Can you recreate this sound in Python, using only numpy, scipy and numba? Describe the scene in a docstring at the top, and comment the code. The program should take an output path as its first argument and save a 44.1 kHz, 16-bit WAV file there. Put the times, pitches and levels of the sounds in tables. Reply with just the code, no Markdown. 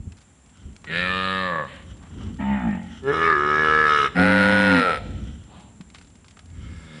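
"""Calves calling at a farm fence

Calves give three open-mouthed bawls and two deep closed-mouth moos, the last two calls together.
Each voice is a train of pulses from the vocal folds, ringing a throat whose resonances (the pitches
it boosts) move with the jaw. Calves wheeze and hooves shift on gritty dirt. Far cattle, a low rumble,
a soft hiss and a thin whine lie behind, and the yard gives a faint echo."""
import sys
import numpy as np
from scipy import signal
from scipy.fft import rfft, irfft
from scipy.io import wavfile
from scipy.ndimage import uniform_filter1d
from numba import njit

SR = 44100
rng = np.random.default_rng(int(sys.argv[2]) if len(sys.argv) > 2 else 0)


def output_pcm(signal):
    """Save a mono or channel-first signal as 16-bit PCM at the path in sys.argv[1].

    Samples are clipped to [-1, 1] before scaling.
    """
    pcm = np.clip(np.atleast_2d(signal).T, -1, 1) * 32767
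    wavfile.write(sys.argv[1], SR, np.round(pcm).astype(np.int16))


N = 308700
T = np.arange(N) / SR

# Each call is one breath. The bawls are "first", "second" (opened by the hum "lead") and "third";
# the moos are "soft" and "deep". Throat, mouth and rasp are the low, middle and high part of a voice.
# call: (start [s], length [s], fade-in [s], fade-out [s], rasp fade-out [s],
#        throat [dB], mouth [dB], rasp [dB], darkening [dB/s])
BREATHS = { "first": (0.858, .835, .05, .1, .31, -32, -28, -32.3, 12),
           "puff": (1.66, .22, .02, .13, .13, -55, -46, -53, -10),
           "soft": (2.384, .62, .02, .22, .25, -25, -36, -50.5, 3),
           "lead": (3.018, .112, .07, .02, .02, -18.3, -31.5, -40, -50),
           "second": (3.112, .985, .015, .04, .035, -28.7, -22.2, -34.3, -8),
           "third": (4.14, .861, .06, .11, .09, -25, -21, -28.7, -3),
           "deep": (4.143, .715, .035, .075, .075, -20, -28, -37, -3),
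           "grunt": (5.45, .33, .1, .22, .22, -49, -53, -58, 0),
           "far low": (6.44, .7, .27, .1, .1, -49, -54, -59, -12)}
# The calf pushes harder or eases off:
# (call, time [s], half length [s], throat [dB], mouth [dB], rasp [dB], added hoarseness)
PUSHES = [("first", .9, .035, -2, -11, -9, 3), ("first", .985, .045, 1.5, -1.5, 2, .6),
          ("first", 1.54, .04, -1, 1, -6, 1), ("soft", 2.52, .055, 6.5, 4, 5, 0),
          ("soft", 2.61, .025, -5, 0, 0, 0), ("soft", 2.685, .04, 6.5, 0, -2, 0),
          ("soft", 2.85, .1, -8, -13, -6, 1), ("lead", 3.04, .03, -5, -12, -4, 0),
          ("lead", 3.115, .025, 0, 6, 0, 0), ("second", 3.16, .05, 0, -5, 1, 1.2),
          ("second", 3.25, .04, 2, 3, 6, 1.2), ("second", 3.31, .04, 1, 5, 0, 1.6),
          ("second", 3.42, .08, 0, 1, -6, 0), ("second", 3.76, .17, 4, 5, 1, 0),
          ("second", 3.96, .09, -1, 3, 1.5, .4), ("deep", 4.21, .05, 3.5, 2, -8, 0),
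          ("deep", 4.75, .05, 4, 2, 2, 0), ("third", 4.42, .035, 0, 0, 1, 1.2),
          ("third", 4.88, .06, 0, -.5, -5, .8), ("far low", 6.96, .07, 9, 4, 4, 0)]
# Pitch that rises, holds and sags. call: (top [Hz], scoop [Hz], rise [s], sag after [s], sag [Hz/s])
PITCH_ARCHES = { "first": (95, 24, .105, .605, 140), "soft": (69, 3, .04, .185, 130),
                "deep": (97.8, 10, .16, .547, 130), "far low": (87, 9, .1, .26, 40)}
# Pitch of the hum and of the two wavering bawls: (time [s], pitch [Hz])
LEAD_PITCH = [(3.05, 133), (3.12, 147)]
SECOND_PITCH = [(3.13, 79.9), (3.228, 82.0), (3.288, 82.8), (3.37, 72.3), (3.626, 77.3), (3.826, 77.1),
                (3.946, 74.3), (4.062, 68.5), (4.11, 59.7)]
THIRD_PITCH = [(4.15, 100.3), (4.228, 104.0), (4.368, 104.1), (4.42, 102.8), (4.536, 104.8), (4.688, 103.2),
               (4.768, 100.0), (4.842, 93.9), (4.96, 72)]
# Three resonances moved by jaw and lips: (time [s], low [Hz], middle [Hz], high [Hz])
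FIRST_JAW = [(0.88, 400, 1400, 1950), (0.93, 490, 1430, 1720), (1.02, 540, 1400, 1810),
             (1.1, 510, 1230, 1745), (1.37, 520, 1230, 1750), (1.5, 545, 1140, 1730),
             (1.65, 540, 1110, 1720)]
LEAD_JAW = [(3.0, 386, 1330, 1700), (3.13, 420, 1400, 1690)]
SECOND_JAW = [(3.12, 428, 1260, 1704), (3.27, 420, 1247, 1740), (3.37, 365, 1250, 1670),
              (3.6, 431, 1298, 1673), (3.8, 455.7, 1303, 1713), (4.1, 430.2, 1270, 1696)]
THIRD_JAW = [(4.15, 472, 1450, 2043), (4.37, 517, 1445, 1900), (4.7, 505, 1425, 1890),
             (4.83, 490, 1350, 1880), (4.98, 500, 1300, 1800)]
SOFT_JAW = [(2.379, 250, 880, 1870), (2.5, 193, 900, 1920), (2.62, 231, 860, 1920), (2.7, 207, 850, 1900),
            (2.85, 214, 850, 1900)]
DEEP_JAW = [(4.14, 245, 760, 1900), (4.22, 260, 760, 1900), (4.3, 251, 935, 1990), (4.7, 254, 950, 1895),
            (4.85, 239.5, 885, 1900)]
# Shape of those three resonances, a row for each: (width [Hz], boost [dB])
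FIRST_RINGS = [(60, 20), (70, 33), (70, 39)]
SECOND_RINGS = [(38, 22), (57.4, 27), (55, 24)]
THIRD_RINGS = [(45, 25), (64, 34), (200, 6)]
MOO_RINGS = [(40, 19), (70, 16), (130, 11)]
# Broad tone colour of each voice: (frequency [Hz], gain [dB])
FIRST_COLOUR = [(50, -34), (95, 6), (180, 11.5), (300, -5.5), (750, -21), (1000, -17), (1450, -26),
                (2000, -22), (2900, -9), (4000, -10), (4700, -19), (6000, -39), (8000, -22.5),
                (10500, -27.5)]
SECOND_COLOUR = [(45, -29), (80, -3), (160, -4), (300, -7), (680, -16), (1100, 0), (1500, -6), (1950, -5),
                 (2300, -13), (3900, -11), (4500, -26), (6200, -25), (6700, -33), (10500, -33)]
THIRD_COLOUR = [(60, -30.5), (110, -1.5), (200, 1), (350, -11), (700, -6.5), (1130, -5), (1600, 1),
                (2300, 0), (3100, -4), (4150, -2.5), (4550, -14.5), (5200, -12), (6500, -30),
                (10500, -21.5)]
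MOO_COLOUR = [(35, -8.5), (65, 13), (125, 0), (200, 10), (290, -1), (420, -14), (620, -9), (1080, -15),
              (1400, -12), (2400, -7), (3200, -14), (4500, -34), (10000, -62)]
# Upper resonances and dips of the head: (frequency [Hz], width [Hz], boost [dB])
FIRST_HEAD = [(3850, 400, 7)]
SECOND_HEAD = [(2215, 110, 12), (2880, 170, 9), (3650, 200, 5), (4450, 600, -22), (5250, 500, 9)]
THIRD_HEAD = [(1160, 170, -15), (4130, 260, 3), (5080, 250, 7), (8930, 1300, 10)]
MOO_HEAD = [(1250, 90, 7)]
# Resonances and nasal dips that come and go as the mouth changes shape:
# (call, time [s], half length [s], frequency [Hz], width [Hz], boost [dB])
MOUTH_SHAPES = [("first", .92, .06, 2200, 400, 12), ("first", 1.08, .13, 2420, 70, 15),
                ("first", 1.55, .09, 550, 90, 6), ("first", 1.2, .12, 1960, 200, -15),
                ("first", 1.44, .07, 4100, 500, 6), ("soft", 2.49, .06, 890, 60, 9),
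                ("soft", 2.62, .08, 1520, 200, 11), ("second", 3.255, .04, 2430, 250, 13),
                ("second", 3.625, .04, 1300, 200, -11), ("second", 3.5, .14, 5450, 600, 7),
                ("second", 4.02, .06, 1700, 200, -7), ("third", 4.22, .12, 3750, 600, -7),
                ("third", 4.9, .12, 2400, 200, 8), ("far low", 6.92, .08, 3500, 250, 12),
                ("deep", 4.75, .05, 280, 60, 6)]
# Soft wheezes between the calls: (time [s], half length [s], level [dB])
WHEEZES = [(0.62, .08, -59), (1.9, .05, -56), (2.22, .13, -53), (2.94, .08, -47), (5.24, .2, -54),
           (6.64, .08, -56)]
# Muzzle resonances that shape a wheeze: (frequency [Hz], width [Hz], gain [dB])
MUZZLE = [(1400, 260, 0), (1950, 130, -3), (3080, 480, 0), (5750, 900, -12)]
# Hooves crunching grit: (time [s], peak level [dB], tone colour [Hz], decay [s])
CRUNCHES = [(0.121, -40, 2600, .004), (0.764, -33, 2780, .002), (0.843, -29, 1100, .006),
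            (5.809, -36, 1800, .005), (5.901, -38, 2400, .005), (5.947, -31, 2100, .012),
            (5.984, -36, 2300, .006), (6.012, -39, 1200, .006), (6.245, -39, 1300, .005),
            (6.282, -38, 2800, .005), (6.309, -37.5, 2600, .005), (6.37, -38, 1100, .004),
            (6.392, -34, 2200, .006)]
# Hooves thudding on dirt: (time [s], level [dB], pitch [Hz])
THUDS = [(0.069, -23.5, 85), (0.074, -27, 188), (0.653, -25, 69), (5.804, -26, 183)]
# Hooves dragging through loose dirt: (time [s], half length [s], level [dB], tone colour [Hz])
SCUFFS = [(2.06, .1, -55, 1000), (2.26, .09, -54, 1000)]
# Short swells of rumble, and one slow swell under them:
# (time [s], half length [s], deep band [dB], upper band [dB])
RUMBLE_SWELLS = [(0.0, .12, -34, -42), (0.68, .07, -41, -46), (1.05, .15, -41, -44), (1.91, .1, -40, -52),
                 (2.26, .12, -32.5, -35), (5.17, .2, -31, -36.5), (6.66, .17, -35, -44)]
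RUMBLE_BED = (3.5, 2.5, -44, -45)
# Tone colour of the open-air hiss: (frequency [Hz], gain [dB])
AIR_COLOUR = [(180, -33), (300, -7), (801, -9), (1760, -14), (3300, -18), (4800, -25), (7350, -15),
              (10500, -15)]
# A thin steady whine: (frequency [Hz], width [Hz], level [dB])
WHINE = [(7376, 220, -65)]


def bawls():
    """Three open-mouthed calls: one nasal, one rasping that drops from a high hum, and one brassy."""
    first = folds(arch("first"), hoarseness("first"),
                  jitter=.0016, shimmer_db=.6, air_db=-11, breath_hz=4500)
    lead = folds(*curves(LEAD_PITCH), np.ones(N), jitter=.008, shimmer_db=1, air_db=2, breath_hz=3000)
    second = folds(*curves(SECOND_PITCH), hoarseness("second"),
                   jitter=.0018, shimmer_db=.7, air_db=-7, breath_hz=4000)
    third = folds(*curves(THIRD_PITCH), hoarseness("third"),
                  jitter=.0012, shimmer_db=.8, air_db=-11, breath_hz=5800)
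    first = scatter(delay_treble(first, lag_s=.0014), share_db=-7, above_hz=1500)
    second = scatter(delay_treble(second, lag_s=.003), share_db=-1, above_hz=1800)
    third = scatter(third, share_db=-9, above_hz=600)
    return (voice(first, "first", FIRST_JAW, FIRST_RINGS, FIRST_COLOUR, FIRST_HEAD)
            + voice(scatter(lead), "lead", LEAD_JAW, SECOND_RINGS, SECOND_COLOUR, SECOND_HEAD)
            + voice(second, "second", SECOND_JAW, SECOND_RINGS, SECOND_COLOUR, SECOND_HEAD)
            + voice(third, "third", THIRD_JAW, THIRD_RINGS, THIRD_COLOUR, THIRD_HEAD))


def closed_moos():
    """Two low calls through the nose, each with a strong boom and a weak breathy top."""
    soft = folds(arch("soft"), hoarseness("soft"),
                 jitter=.0015, shimmer_db=.4, air_db=1, puff_cycles=1, breath_hz=2000)
    soft = scatter(soft, share_db=6, spread_s=.009, above_hz=550)
    deep = scatter(folds(arch("deep"), hoarseness("deep"), jitter=.003, shimmer_db=1, air_db=-6))
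    return (voice(soft, "soft", SOFT_JAW, MOO_RINGS, MOO_COLOUR, MOO_HEAD, split_hz=600)
            + voice(deep, "deep", DEEP_JAW, MOO_RINGS, MOO_COLOUR, MOO_HEAD, split_hz=650))


def folds(hz, hoarse, jitter, shimmer_db, air_db, puff_cycles=.4, breath_hz=6000):
    """Vocal folds click shut, then puff air; hoarse ones leak more and beat less evenly."""
    # jitter makes the timing of the pulses uneven, shimmer their size
    cycles = np.cumsum(hz * (1 + jitter * hoarse ** 1.5 * wobble(.008))) / SR
    closures = np.interp(np.arange(1, int(cycles[-1])), cycles, np.arange(N))
    strain = hoarse[closures.astype(int)]
    size = undb(shimmer_db * strain * rng.standard_normal(len(closures)))
    # strained folds slap a second time near the middle of the cycle
    slap_size = size * np.clip(.22 * (strain - 1), 0, .8)
    slaps = closures + np.gradient(closures) * rng.uniform(.4, .6, len(closures))
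    at, size = np.r_[closures, slaps], np.r_[size, slap_size]
    # each click is spread over 16 samples, so it can fall between two of them
    taps = at.astype(int)[:, None] + np.arange(-7, 9)
    offset = taps - at[:, None]
    pulses = np.zeros(N)
    np.add.at(pulses, taps % N, size[:, None] * np.sinc(offset) * np.cos(np.pi * offset / 16) ** 2)
    puffs = np.exp(-(cycles % 1) / puff_cycles)
    air = unit(puffs * colour(noise(), [(200, -14), (1200, -7), (3000, 0), (7000, 7)]))
    # above breath_hz the clicks fade and only the puffs are left
    low, high = (signal.butter(6, breath_hz, kind, fs=SR, output="sos") for kind in ("low", "high"))
    breath = undb(air_db) * hoarse * air + signal.sosfilt(high, unit(puffs * noise()))
    return signal.sosfilt(low, pulses - smooth(pulses, .03)) + np.sqrt(hz / SR) * breath


def voice(source, call, jaw, rings, tint, head, split_hz=800, rasp_hz=2100):
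    """Pulses or breath ring the resonances of throat and head, one after another."""
    x = colour(source, tint)
    centres = curves(jaw)
    # the head's resonances slide a little with the jaw's second one
    stretch = (centres[1] / np.mean([row[2] for row in jaw])) ** .2
    centres = [hz * (1 + .008 * wobble(.02)) for hz in centres]  # tongue and lips tremble
    resonances = [(hz, *shape) for hz, shape in zip(centres, rings)]
    resonances += [(hz * stretch, *shape) for hz, *shape in head]
    for hz, width_hz, boost_db in resonances:
        x = x + (undb(boost_db) - 1) * ring(x, hz, width_hz)
    for who, s, half_s, hz, width_hz, boost_db in MOUTH_SHAPES:
        if who == call:
            x = x + (undb(boost_db * bump(s, half_s)) - 1) * ring(x, hz, width_hz)
    throat, below_rasp = (signal.sosfiltfilt(signal.butter(4, hz, fs=SR, output="sos"), x)
                          for hz in (split_hz, rasp_hz))
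    mouth, rasp = below_rasp - throat, x - below_rasp
    return sum(even(part) * gain for part, gain in zip((throat, mouth, rasp), effort(call)))


def effort(call, throat_share=.4):
    """How loud throat, mouth and rasp are as a breath starts, darkens or brightens, pushes and ends."""
    start, length, fade_in, fade_out, rasp_fade_out, throat, mouth, rasp, darkening = BREATHS[call]
    dark_db = darkening * (np.clip(T - start, 0, length) - length / 2)
    levels = [throat + throat_share * dark_db, mouth, rasp - dark_db]
    for who, s, half_s, *lifts, _ in PUSHES:
        if who == call:
            levels = [db + lift * bump(s, half_s) for db, lift in zip(levels, lifts)]
    return [undb(db) * ramp(T - start, fade_in) * ramp(start + length - T, fall_s)
            for db, fall_s in zip(levels, (fade_out, fade_out, rasp_fade_out))]


def hoarseness(call):
    """How uneven the folds are: 1 when calm, more at both ends of a breath and under strain."""
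    start, length = BREATHS[call][:2]
    strain = sum(abs(more) * bump(s, half_s) for who, s, half_s, *_, more in PUSHES if who == call)
    return 1 + 2 * bump(start, .05) + 1.4 * bump(start + length, .1) + strain


def arch(call, bend_s=.035, slack_hz=45):
    """The pitch scoops up, holds, then sags as the breath runs out, at most until the folds are slack."""
    top_hz, scoop_hz, rise_s, hold_s, sag_hz_per_s = PITCH_ARCHES[call]
    age = np.maximum(T - BREATHS[call][0], 0)
    scoop = scoop_hz * np.exp(-age / rise_s)
    sag = sag_hz_per_s * bend_s * np.logaddexp(0, (age - hold_s) / bend_s)
    return np.maximum(top_hz - scoop - sag, slack_hz)


def delay_treble(x, lag_s, from_hz=1800, full_hz=3800):
    """The treble of each pulse comes a little after its low end."""
    hz = np.fft.rfftfreq(N, 1 / SR)
    delay = lag_s * np.clip((hz - from_hz) / (full_hz - from_hz), 0, 1)
    return irfft(rfft(x) * np.exp(-2j * np.pi * np.cumsum(delay) * SR / N), N)


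def scatter(x, share_db=-1, spread_s=.0056, sway_s=.096, above_hz=2100, count=3):
    """Quick echoes off bodies and ground smear the treble; their mix shifts as the head sways."""
    t = T[:SR // 50]
    highpass = signal.butter(4, above_hz, "high", fs=SR, output="sos")
    sways = np.array([smooth(noise(), sway_s) for _ in range(count)])
    out = x
    for sway in sways / np.linalg.norm(sways, axis=0):
        echoes = rng.standard_normal(len(t)) * np.exp(-t / spread_s)
        echoes = signal.sosfilt(highpass, echoes / np.linalg.norm(echoes))
        out = out + undb(share_db) * smooth(sway, .03) * signal.oaconvolve(x, echoes)[:N]
    return out


def nose_puff():
    """The first calf blows out through its nose."""
    return voice(noise(), "puff", jaw=[(0, 500, 1800)], rings=[(200, 3), (300, 12)],
                 tint=FIRST_COLOUR, head=[(3100, 290, 6.7)])


def wheezes(flutter_db=2, flutter_s=.015):
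    """Air flutters through a calf's muzzle and rings its resonances."""
    air = noise() * undb(flutter_db * wobble(flutter_s))
    muzzle = unit(sum(undb(db) * ring_twice(air, hz, width_hz) for hz, width_hz, db in MUZZLE))
    return muzzle * sum(undb(db) * bump(s, half_s) for s, half_s, db in WHEEZES)


def hooves(thud_s=.0086, grain_db=7):
    """Each step crushes a short burst of grains or thumps the packed dirt."""
    out = np.zeros(N)
    t = T[:SR // 8]
    for s, db, hz, decay_s in CRUNCHES:
        grains = rng.standard_normal(len(t)) * undb(grain_db * rng.standard_normal(len(t)).clip(-2, 2))
        burst = ring(ring(grains * np.exp(-t / decay_s), hz, 2 * hz), hz / 2, 2 * hz)
        out[int(s * SR):][:len(t)] += undb(db) * burst / np.abs(burst).max()
    thud_shape = np.exp(-t / thud_s) * (1 - np.exp(-t / .0013))
    for s, db, hz in THUDS:
        out[int(s * SR):][:len(t)] += undb(db) * np.sin(2 * np.pi * hz * t) * thud_shape
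    return out


def scuffs(catch_db=4, catch_s=.012):
    """A dragged hoof catches and slips in the loose dirt."""
    grit = unit(noise() * undb(catch_db * wobble(catch_s)))
    return sum(undb(db) * bump(s, half_s) * unit(ring_twice(grit, hz, hz))
               for s, half_s, db, hz in SCUFFS)


def crumbs(per_s=22, level_db=-69, decay_s=.005):
    """Shifting hooves crack stray crumbs of dirt at random moments."""
    ticks = (rng.random(N) < per_s / SR) * rng.random(N)
    grains = signal.lfilter([1], [1, -np.exp(-1 / (decay_s * SR))], ticks) * noise()
    return undb(level_db) * unit(band(grains, 700, 7000, order=1))


def far_cattle():
    """A short grunt and a faint throaty call from farther off."""
    grunt = voice(noise(), "grunt", jaw=[(0, 750, 1500)], rings=[(220, 25), (300, 2.3)],
                  tint=FIRST_COLOUR, head=[])
    pulses = folds(arch("far low"), np.ones(N),
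                   jitter=.002, shimmer_db=.6, air_db=7, puff_cycles=3, breath_hz=650)
    low_call = voice(pulses, "far low", jaw=[(0, 234, 1330, 1680)],
                     rings=[(90, 6), (110, 17), (90, 16)], tint=FIRST_COLOUR,
                     head=[(520, 110, 13), (2140, 110, 17), (4100, 600, -9), (5600, 700, 20)])
    return grunt + low_call


def yard_echo(x, near_db=-16, near_s=.024, tail_s=1.08):
    """Ground, fence and bodies scatter the sound at once; the tree line returns a long tail."""
    t = T[:int(1.5 * SR)]
    near = rng.standard_normal(len(t)) * np.exp(-t / near_s) * (t > .002)
    far = rng.standard_normal(len(t)) * undb(-60 * t / tail_s) * (t > .03)
    near, far = (signal.oaconvolve(x, echo / np.linalg.norm(echo))[:N] for echo in (near, far))
    tail = undb(-27) * colour(far, [(150, -2.5), (700, 15), (1400, 1), (3500, 14), (9000, 2)])
    return undb(near_db) * near + tail


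def rumble():
    """A deep and an upper band of low noise that swell together."""
    swells = RUMBLE_SWELLS + [RUMBLE_BED]
    deep_gain = np.sqrt(sum((undb(db) * bump(s, half_s)) ** 2 for s, half_s, db, _ in swells))
    upper_gain = np.sqrt(sum((undb(db) * bump(s, half_s)) ** 2 for s, half_s, _, db in swells))
    deep = band(noise(), 48, 108)
    upper = colour(band(noise(), 110, 420), [(120, -2.5), (230, -2.5), (330, -12), (500, -14.5)])
    return even(deep, .077) * deep_gain + even(upper, .15) * upper_gain


def open_air(level_db=-61, waver_db=.43):
    """A soft hiss whose level wavers slightly."""
    hiss = unit(band(colour(noise(), AIR_COLOUR), 250, 10000))
    return hiss * undb(level_db + waver_db * wobble(.071))


def whine():
    """A narrow band of noise, heard as a thin high tone."""
    return sum(undb(db) * unit(ring_twice(noise(), hz, width_hz)) for hz, width_hz, db in WHINE)


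def undb(db):
    """Turn decibels into a gain to multiply by."""
    return 10 ** (np.asarray(db) / 20)


def curves(rows):
    """Join timed rows with straight lines: one curve for each column after the time."""
    times, *columns = np.transpose(rows)
    return [np.interp(T, times, column) for column in columns]


def bump(s, half_s):
    """A bell-shaped swell that peaks at time s."""
    return np.exp(-((T - s) / half_s) ** 2)


def ramp(elapsed, length_s):
    """Rise from 0 to 1 along a slight curve."""
    return np.clip(elapsed / max(length_s, .002), 0, 1) ** 1.2


def noise():
    """White noise: an even hiss."""
    return rng.standard_normal(N)


def wobble(seconds):
    """A random drift of typical size 1; more seconds make it slower."""
    return unit(smooth(noise(), seconds))


def unit(x):
    """Scale a signal to a typical size of 1."""
    return x / np.std(x)


def smooth(x, seconds):
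    """Blur quick changes by taking a running average twice."""
    size = max(int(seconds * SR), 1)
    return uniform_filter1d(uniform_filter1d(x, size), size)


def even(x, seconds=.023):
    """Hold the level steady at 1."""
    return x / np.sqrt(np.abs(smooth(x * x, seconds)) + 1e-6 * np.var(x))


def band(x, lo_hz, hi_hz, order=2):
    """Keep what lies between two frequencies, without delaying it."""
    bandpass = signal.butter(order, [lo_hz, min(hi_hz, .45 * SR)], "band", fs=SR, output="sos")
    return signal.sosfiltfilt(bandpass, x + 1e-12 * noise())


def colour(x, points, size=4096):
    """Shape the tone along (frequency [Hz], gain [dB]) points."""
    hz, db = np.transpose(points)
    gain = undb(np.interp(np.log(np.fft.rfftfreq(size, 1 / SR) + 1), np.log(hz), db))
    # build the filter so that it rings only after a sound, never before
    cepstrum = irfft(np.log(gain))[:size // 2]
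    cepstrum[1:] *= 2
    return signal.oaconvolve(x, irfft(np.exp(rfft(cepstrum, size))))[:N]


@njit
def resonate(x, hz, width_hz):
    """Let through what is near a moving frequency, one sample at a time."""
    out, band_state, low_state = np.empty(len(x)), 0., 0.
    for i in range(len(x)):
        step, damping = np.tan(np.pi * hz[i] / SR), width_hz / hz[i]
        swing = (band_state + step * (x[i] + 1e-18 - low_state)) / (1 + step * (step + damping))
        band_state = 2 * swing - band_state
        low_state += 2 * step * swing
        out[i] = damping * swing
    return out


def ring(x, hz, width_hz):
    """One resonance, still or moving."""
    return resonate(x, hz + np.zeros(len(x)), float(width_hz))


def ring_twice(x, hz, width_hz):
    """A resonance, then one twice as wide to trim its edges."""
    return ring(ring(x, hz, width_hz), hz, 2 * width_hz)


def scene():
    """The animals and their echo over the background, in one channel."""
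    animals = nose_puff() + bawls() + closed_moos() + wheezes() + far_cattle()
    animals += hooves() + scuffs() + crumbs()
    return (animals + yard_echo(animals) + open_air() + whine() + rumble())[None]


def record(dry, ceiling=.68, bottom_hz=32, top_hz=10600):
    """The microphone rounds the tallest peaks and sheds the deepest bass; the top is cut."""
    rounded = ceiling * np.tanh(dry / ceiling)
    trimmed = signal.sosfilt(signal.butter(2, bottom_hz, "high", fs=SR, output="sos"), rounded)
    return signal.sosfilt(signal.ellip(10, .2, 70, top_hz, fs=SR, output="sos"), trimmed)


dry = scene()
out = record(dry)
output_pcm(out)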